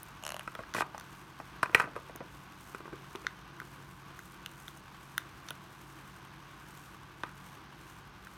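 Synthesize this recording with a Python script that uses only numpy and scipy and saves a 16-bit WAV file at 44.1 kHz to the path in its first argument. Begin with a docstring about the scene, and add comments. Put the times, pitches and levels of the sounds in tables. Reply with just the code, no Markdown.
"""A faint metal tick over the hum and rush of a four-bladed fan, then hands at work on a cordless drill close by.
The battery creaks loose, slides out and rocks on tiles; spring clips on wires tick on the empty plastic socket.
Contacts are short chattering forces ringing banks of resonances; sliding is grainy noise through the case.
The fan is wavering tones plus air noise chopped by its shaft; a short tiled-room tail follows the near sounds."""
import sys
import numpy as np
from scipy import signal
from scipy.fft import rfft, irfft, next_fast_len
from scipy.io import wavfile
from scipy.ndimage import map_coordinates

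SR = 44100
rng = np.random.default_rng(int(sys.argv[2]) if len(sys.argv) > 2 else 0)


def to_wav(s):
    """Save 16-bit WAV."""
    ch = np.atleast_2d(s).T  # columns
    pcm = np.round(np.clip(ch, -1, 1) * 32767)  # PCM
    wavfile.write(sys.argv[1], SR, pcm.astype(np.int16))


N = 369116
T = np.arange(N) / SR  # time in s

# resonances of the plastic battery case: pitch_hz, width_hz, level_db (relative)
CASE_MODES = [(129, 46, -3), (327, 80, -1), (462, 80, -0.5), (640, 90, 2), (960, 150, 3), (1250, 130, 5),
              (1540, 110, 5), (1940, 130, 3), (2500, 160, 3), (3200, 250, -9), (4020, 500, -12),
              (5400, 400, -12), (8400, 2000, -18), (12500, 2500, -29)]


def amp(db):
    """Decibels to linear gain."""
    return 10 ** (np.asarray(db) / 20)


def unit(x):
    """Scale to an rms of 1."""
    return x / np.sqrt(np.mean(x ** 2) + 1e-20)


def along(points, hz):
    """Interpolate (Hz, value) points on a log frequency axis."""
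    f, v = np.transpose(points)
    return np.interp(np.log(hz + 1), np.log(f + 1), v)


def wobble(rate):
    """A smooth random curve with rate knots a second."""
    knots = rng.standard_normal(int(N * rate / SR) + 4)
    return map_coordinates(knots, [T * rate])


def filtered(x, response):
    """Filter x by a complex response of frequency, padded so that the end does not wrap round."""
    m = next_fast_len(x.shape[-1] + 8192)
    spectrum = rfft(x, m) * response(np.fft.rfftfreq(m, 1 / SR))
    return irfft(spectrum, m)[..., :x.shape[-1]]


def resonances(modes):
    """Causal response of a bank of (Hz, width Hz, dB) modes with alternating signs."""
    def response(f):
        return sum((-1) ** k * amp(db) * 1j * f * width / (centre * centre - f * f + 1j * f * width)
                   for k, (centre, width, db) in enumerate(modes))
    return response


def coloured(spectrum):
    """Noise of rms 1 shaped by a (Hz, dB per Hz) spectrum."""
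    return unit(filtered(rng.standard_normal(N), lambda hz: amp(along(spectrum, hz))))


def favour(modes, spot_hz, lo_hz, hi_hz, db_per_octave):
    """The mode nearest the struck spot takes its pitch; the modes from lo to hi weaken with distance from it."""
    nearest = min(modes, key=lambda m: abs(np.log(m[0] / spot_hz)))
    moved = [(spot_hz, *m[1:]) if m is nearest else m for m in modes]
    return [(centre, width, db - db_per_octave * abs(np.log2(centre / spot_hz)) * (lo_hz < centre < hi_hz))
            for centre, width, db in moved]


def add(out, s, sound):
    """Mix a short sound into out at s seconds."""
    part = out[round(s * SR):][:len(sound)]
    part += sound[:len(part)]


def blow(out, s, levels_db, edges_hz, modes, contact_s, rattle, lead_s):
    """Decaying chatter plus one sharp force at lead_s rings low, middle and high modes.

    Each group has its own peak level and share of chatter (rattle)."""
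    t = np.arange(2048) / SR
    chatter = rng.standard_normal(len(t))
    sharp = np.arange(len(t)) == round(lead_s * SR)
    struck = [(centre, width, db + rng.normal(0, 2)) for centre, width, db in modes]
    for group, db in enumerate(levels_db):
        lo, hi = edges_hz[group:group + 2]
        life_s = contact_s * 0.9 ** group  # higher modes are driven more briefly
        force = rattle[group] * chatter * np.exp(-t / life_s) + sharp
        members = [m for m in struck if np.searchsorted(edges_hz, m[0]) == group + 1]
        ring = filtered(force, resonances(members))
        band = signal.butter(1, (.8 * lo, 1.15 * hi), "band", fs=SR, output="sos")
        ring = signal.sosfilt(band, ring)
        # neighbouring modes keep opposite signs across groups
        sign = (-1) ** sum(m[0] < lo for m in struck)
        peak = np.abs(signal.hilbert(ring)).max()
        add(out, s, sign * amp(db) * ring / peak)


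def knocks():
    """Battery case on socket, tiles and hand: padded, thumpy contacts last longer, harder blows are brighter."""
    # knocks: start_s, level_db (peak of middle modes), thump_db (low over middle), spot_hz (favoured pitch)
    knock_list = [(0.408, -37, -24, 1890), (0.476, -26, -11, 1310), (0.552, -30.5, -7, 1300),
                  (0.59, -32, 0, 1100), (0.635, -35, -28, 1640), (0.7476, -23, -5, 1130),
                  (0.765, -24.5, -7.5, 2410), (0.774, -35, -17, 3100), (0.782, -25, -6, 940),
                  (0.7865, -27, -11, 1960), (0.8069, -14.5, -13, 830), (0.8185, -33, -25, 3330),
                  (0.8202, -20, -13, 930), (0.8234, -26, -15, 1230),  (0.946, -31, -8, 880),
                  (0.978, -30.5, -19, 810), (1.4, -31.5, -4.5, 840), (1.6299, -12, -14.5, 1256),
                  (1.6328, -15, -23, 974), (1.658, -28, -12, 1110), (1.695, -34, -4, 1230),
                  (1.729, -39, 0, 1110), (1.747, -5, -13, 2515), (1.7492, -8, -17.5, 1920),
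                  (1.7528, -21.5, -24, 1440), (1.778, -25, -17, 1380), (1.7982, -14, -15.5, 1300),
                  (1.8022, -18, -28, 1800), (1.821, -30, -11, 1580), (1.841, -31.5, -1.5, 1440),
                  (1.874, -40, 1, 810), (1.955, -36.5, -2, 1130), (1.962, -29, -2, 1200),
                  (2.095, -43, 2.5, 1550), (2.153, -42.5, 3.5, 1120), (2.205, -37, 2.5, 1160),
                  (2.213, -48.5, 15, 1200), (2.747, -28.5, -7.5, 1300), (2.804, -37, -3, 1180),
                  (2.855, -37, -4, 1160), (2.878, -38.5, -1, 1230), (2.928, -40, 4, 1250),
                  (3.151, -31.5, -1.5, 1220), (3.247, -38.5, -3.5, 1360), (3.616, -35, -8, 1230),
                  (5.5064, -33, -7, 1490), (7.235, -24.5, -9, 970), (8.27, -37, -25, 1290)]
    hollow_mode = (375, 85, 8)  # Hz, width Hz, dB
    high_db, high_db_per_octave, high_db_per_db = -13.5, 1, 0.2  # for a 0 dB blow on a 1 kHz spot
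    out = np.zeros(N)
    for s, db, thump_db, spot_hz in knock_list:
        body = CASE_MODES
        if 2.5 < s < 4:  # the hand knocks the empty drill: one hollow mode replaces three low ones
            body = [CASE_MODES[0], hollow_mode, *CASE_MODES[4:]]
        favoured = favour(body, spot_hz, 700, 3500, db_per_octave=10)
        edge_db = high_db + high_db_per_db * db + high_db_per_octave * np.log2(spot_hz / 1000)
        contact_s = 0.012 * amp(0.53 * np.clip(thump_db, -13, 0))
        rattle = contact_s * np.array([5, 6, 20])  # longer contacts also chatter more
        blow(out, s, (db + thump_db, db, db + edge_db), (60, 700, 3500, 18000), favoured,
             contact_s, rattle, lead_s=.0002)
    return out


def battery_slips():
    """The battery lets go in stick-slip jerks that slow down and lose their bright edge."""
    # jerks: start_s, level_db (peak of middle modes), thump_db (low over middle)
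    slips = [(0.226, -42, -8), (0.237, -30, -13), (0.251, -29.5, -14), (0.265, -24.5, -16),
             (0.278, -29.5, -15), (0.291, -26.5, -13), (0.304, -27.5, -18), (0.32, -27.5, -12),
             (0.343, -29, -6), (0.365, -27.5, -15), (0.3941, -26, -15)]
    # latch resonances: pitch_hz, width_hz, level_db (relative)
    latch_modes = [(620, 105, 0), (1080, 500, 5), (1800, 500, 3.5), (2880, 280, 10), (4200, 270, -8),
                   (5400, 290, -4), (6730, 740, -4), (9300, 780, -6.5), (11450, 640, -6)]
    dulling_db_per_s = 38
    out = np.zeros(N)
    for s, db, thump_db in slips:
        edge_db = -dulling_db_per_s * (s - slips[0][0])  # high modes over middle ones
        blow(out, s, (db + thump_db, db, db + edge_db), (400, 700, 3500, 18000), latch_modes,
             contact_s=.0012, rattle=(.05, .09, .2), lead_s=.0006)
    return out


def socket_ticks():
    """Small metal parts strike the plastic socket, each ringing the modes near its struck spot most."""
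    # ticks: start_s, level_db (peak of middle modes), hollow_db and edge_db (low and high over middle),
    # spot_hz (favoured pitch)
    ticks = [(0.0314, -48, -10, 19.5, 6040), (0.5509, -35.5, 1, -4, 3440), (0.7386, -30, 0, -9, 4630),
             (0.98, -36, -17, -6, 5440), (0.998, -37, -4, 0, 4600), (1.0098, -41, 1, -7, 4500),
             (2.16, -40, 0, 7.5, 6340), (3.157, -31.5, -8, -12, 2920), (3.2673, -22.5, 6, -20, 4240),
             (3.6008, -40, 11.5, 1, 3320), (4.1909, -42, 8.5, 3, 6400), (4.4608, -25.5, -9, -6, 2850),
             (4.6804, -33, -3, -7, 3160), (5.1794, -20.5, 3, 2, 3580), (5.486, -29.5, -12, -14, 4360),
             (5.4882, -36, -3, -12, 4070), (5.5058, -28.5, -20, 0, 2960), (7.2344, -33, 4, -25, 3050)]
    # socket resonances: pitch_hz, width_hz, level_db (relative)
    socket_modes = [(1470, 190, 0), (2060, 250, -6), (2920, 300, -3), (3580, 260, -1), (4100, 250, -7),
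                    (5200, 400, -10), (6050, 300, 0), (7300, 700, -10), (9100, 450, -2), (10200, 700, -2),
                    (12400, 600, -8), (14300, 550, -1)]
    out = np.zeros(N)
    for s, db, hollow_db, edge_db, spot_hz in ticks:
        favoured = favour(socket_modes, spot_hz, 2500, 8000, db_per_octave=12)
        blow(out, s, (db + hollow_db, db, db + edge_db), (1100, 2500, 8000, 18000), favoured,
             contact_s=.0014, rattle=(.04, .04, .08), lead_s=.0002)
    return out


def rubbing():
    """Sliding and rocking plastic: uneven friction grains ring the case under a crackling hiss."""
    # strokes: start_s, hold_s, body_db, hiss_db (over the body), fade_db_per_s
    rubs = [(0.744, 0.072, -42.5, 0, 900), (1.627, 0.003, -38.5, -13, 400), (1.745, 0.075, -36, -15, 447),
            (5.473, 0.018, -59, 2, 597), (7.234, 0.047, -51, -22, 500)]
    # hiss spectrum: pitch_hz, level_db (per Hz)
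    slide_spectrum = [(1760, -5), (3000, -4.5), (6000, -10), (8700, -12.5), (12500, -16), (16000, -28)]
    attack_s = 0.0032
    grains = rng.standard_normal(N) * amp(3.5 * wobble(300))
    favoured = favour(CASE_MODES, 1250, 400, 5000, db_per_octave=7)
    body = unit(filtered(grains, resonances([m for m in favoured if 400 <= m[0] < 5000])))
    crackle = rng.standard_normal(N) * amp(5 * rng.standard_normal(N) + 3 * wobble(400))
    hiss = unit(filtered(crackle, lambda hz: amp(along(slide_spectrum, hz))))
    out = np.zeros(N)
    for s, hold_s, body_db, hiss_db, fade_db in rubs:
        rise = np.clip((T - s) / attack_s, 0, 1)
        fade = amp(-fade_db * np.clip(T - s - attack_s - hold_s, 0, 1))
        # the hiss fades twice as fast as the body
        out += amp(body_db) * rise * fade * (body + amp(hiss_db) * fade * hiss)
    return out


def room(x):
    """Tiled-room tail: noise in which each frequency dies at its own speed, of unit energy."""
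    # decay times: pitch_hz, t60_s
    decay_times = [(200, 0.86), (1500, 0.29), (10000, 0.094)]
    hz, t, z = signal.stft(rng.standard_normal(SR // 2), SR, nperseg=256)
    decay = amp(-60 * t / along(decay_times, hz)[:, None])
    tail = signal.istft(z * decay, SR, nperseg=256)[1]
    delayed = np.pad(x, (250, 0))  # samples
    return signal.fftconvolve(delayed, tail / np.linalg.norm(tail))[:N]


def fan_hum(turn):
    """Wavering tones at multiples of the shaft speed, and one steady-pitched tone of uneven level."""
    # tones: shaft_order, level_db (rms before wavering)
    tones = [(5, -67.5), (12, -61.5), (16, -66.5), (28, -75)]
    mains_hz, mains_db = 102.6, -68.5
    hum = np.zeros(N)
    for order, db in tones:
        level = np.sqrt(2) * amp(db + 1.5 * wobble(7.7))
        hum += level * np.sin(order * turn + rng.uniform(0, 2 * np.pi))
    mains_level = np.sqrt(2) * amp(mains_db + 3.0 * wobble(3.35))
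    return hum + mains_level * np.sin(2 * np.pi * mains_hz * T)


def fan_air(turn):
    """Air noise in three layers: steady rumble, rush chopped by the shaft, and deeper-chopped treble fizz."""
    # chopping: shaft_order, depth (0-1)
    chops = [(1, 0.2), (3, 0.16), (4, 0.12), (8, 0.3)]
    # spectra of the air and of its treble: pitch_hz, level_db (per Hz)
    air_spectrum = [(24, -37), (40, -2.5), (108, -12.5), (140, -5), (251, -13), (327, -7.5), (417, -17.5),
                    (587, -22), (1140, -10.5), (1320, -17), (1520, -13.5), (1820, -21), (2960, -23.5),
                    (5000, -32), (6500, -34.5), (11000, -120)]
    fizz_spectrum = [(2940, -24), (6090, -6), (7790, -6), (9440, -6), (10600, -10.5), (12900, -6.5),
                     (15800, -16.5)]
    # levels over time: time_s, rush_db, fizz_db
    air_levels = [(0, -51, -65.5), (8.37, -52, -68)]
    rumble_db = -54.5
    # the orders line up once a turn: a faint treble puff
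    chop = sum(depth * np.cos(order * turn) for order, depth in chops)
    s, rush_db, fizz_db = np.transpose(air_levels)
    air = coloured(air_spectrum)
    rumble = filtered(air, lambda hz: 1 / (1 + (hz / 500) ** 4))
    breeze = amp(.7 * wobble(8))
    rush = amp(np.interp(T, s, rush_db)) * breeze * (1 + .4 * chop) * (air - rumble)
    flicker = amp(2.63 * wobble(6.8) + 0.69 * wobble(72))
    flicker *= np.exp(chop * np.exp(0.28 * wobble(17)))  # the chopping depth varies too
    fizz = amp(np.interp(T, s, fizz_db)) * unit(flicker * coloured(fizz_spectrum))
    return amp(rumble_db) * rumble + rush + fizz


def fan():
    """Hum and air noise share one slightly unsteady shaft angle."""
    shaft_hz = 11.52 * (1 + 0.00306 * wobble(1.5))
    turn = 2 * np.pi * np.cumsum(shaft_hz) / SR
    return fan_hum(turn) + fan_air(turn)


def scene():
    """Close handling sounds, their room tail and the fan, in mono."""
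    near = knocks() + battery_slips() + socket_ticks() + rubbing()
    return (near + amp(-19.0) * room(near) + fan())[None]


def record(dry):
    """The microphone drops the deepest bass, and nothing passes above the band limit."""
    top_hz = 16600
    return filtered(dry, lambda hz: (hz < top_hz) / (1 + (40 / (hz + 1)) ** 6))


dry = scene()
out = record(dry)
to_wav(out)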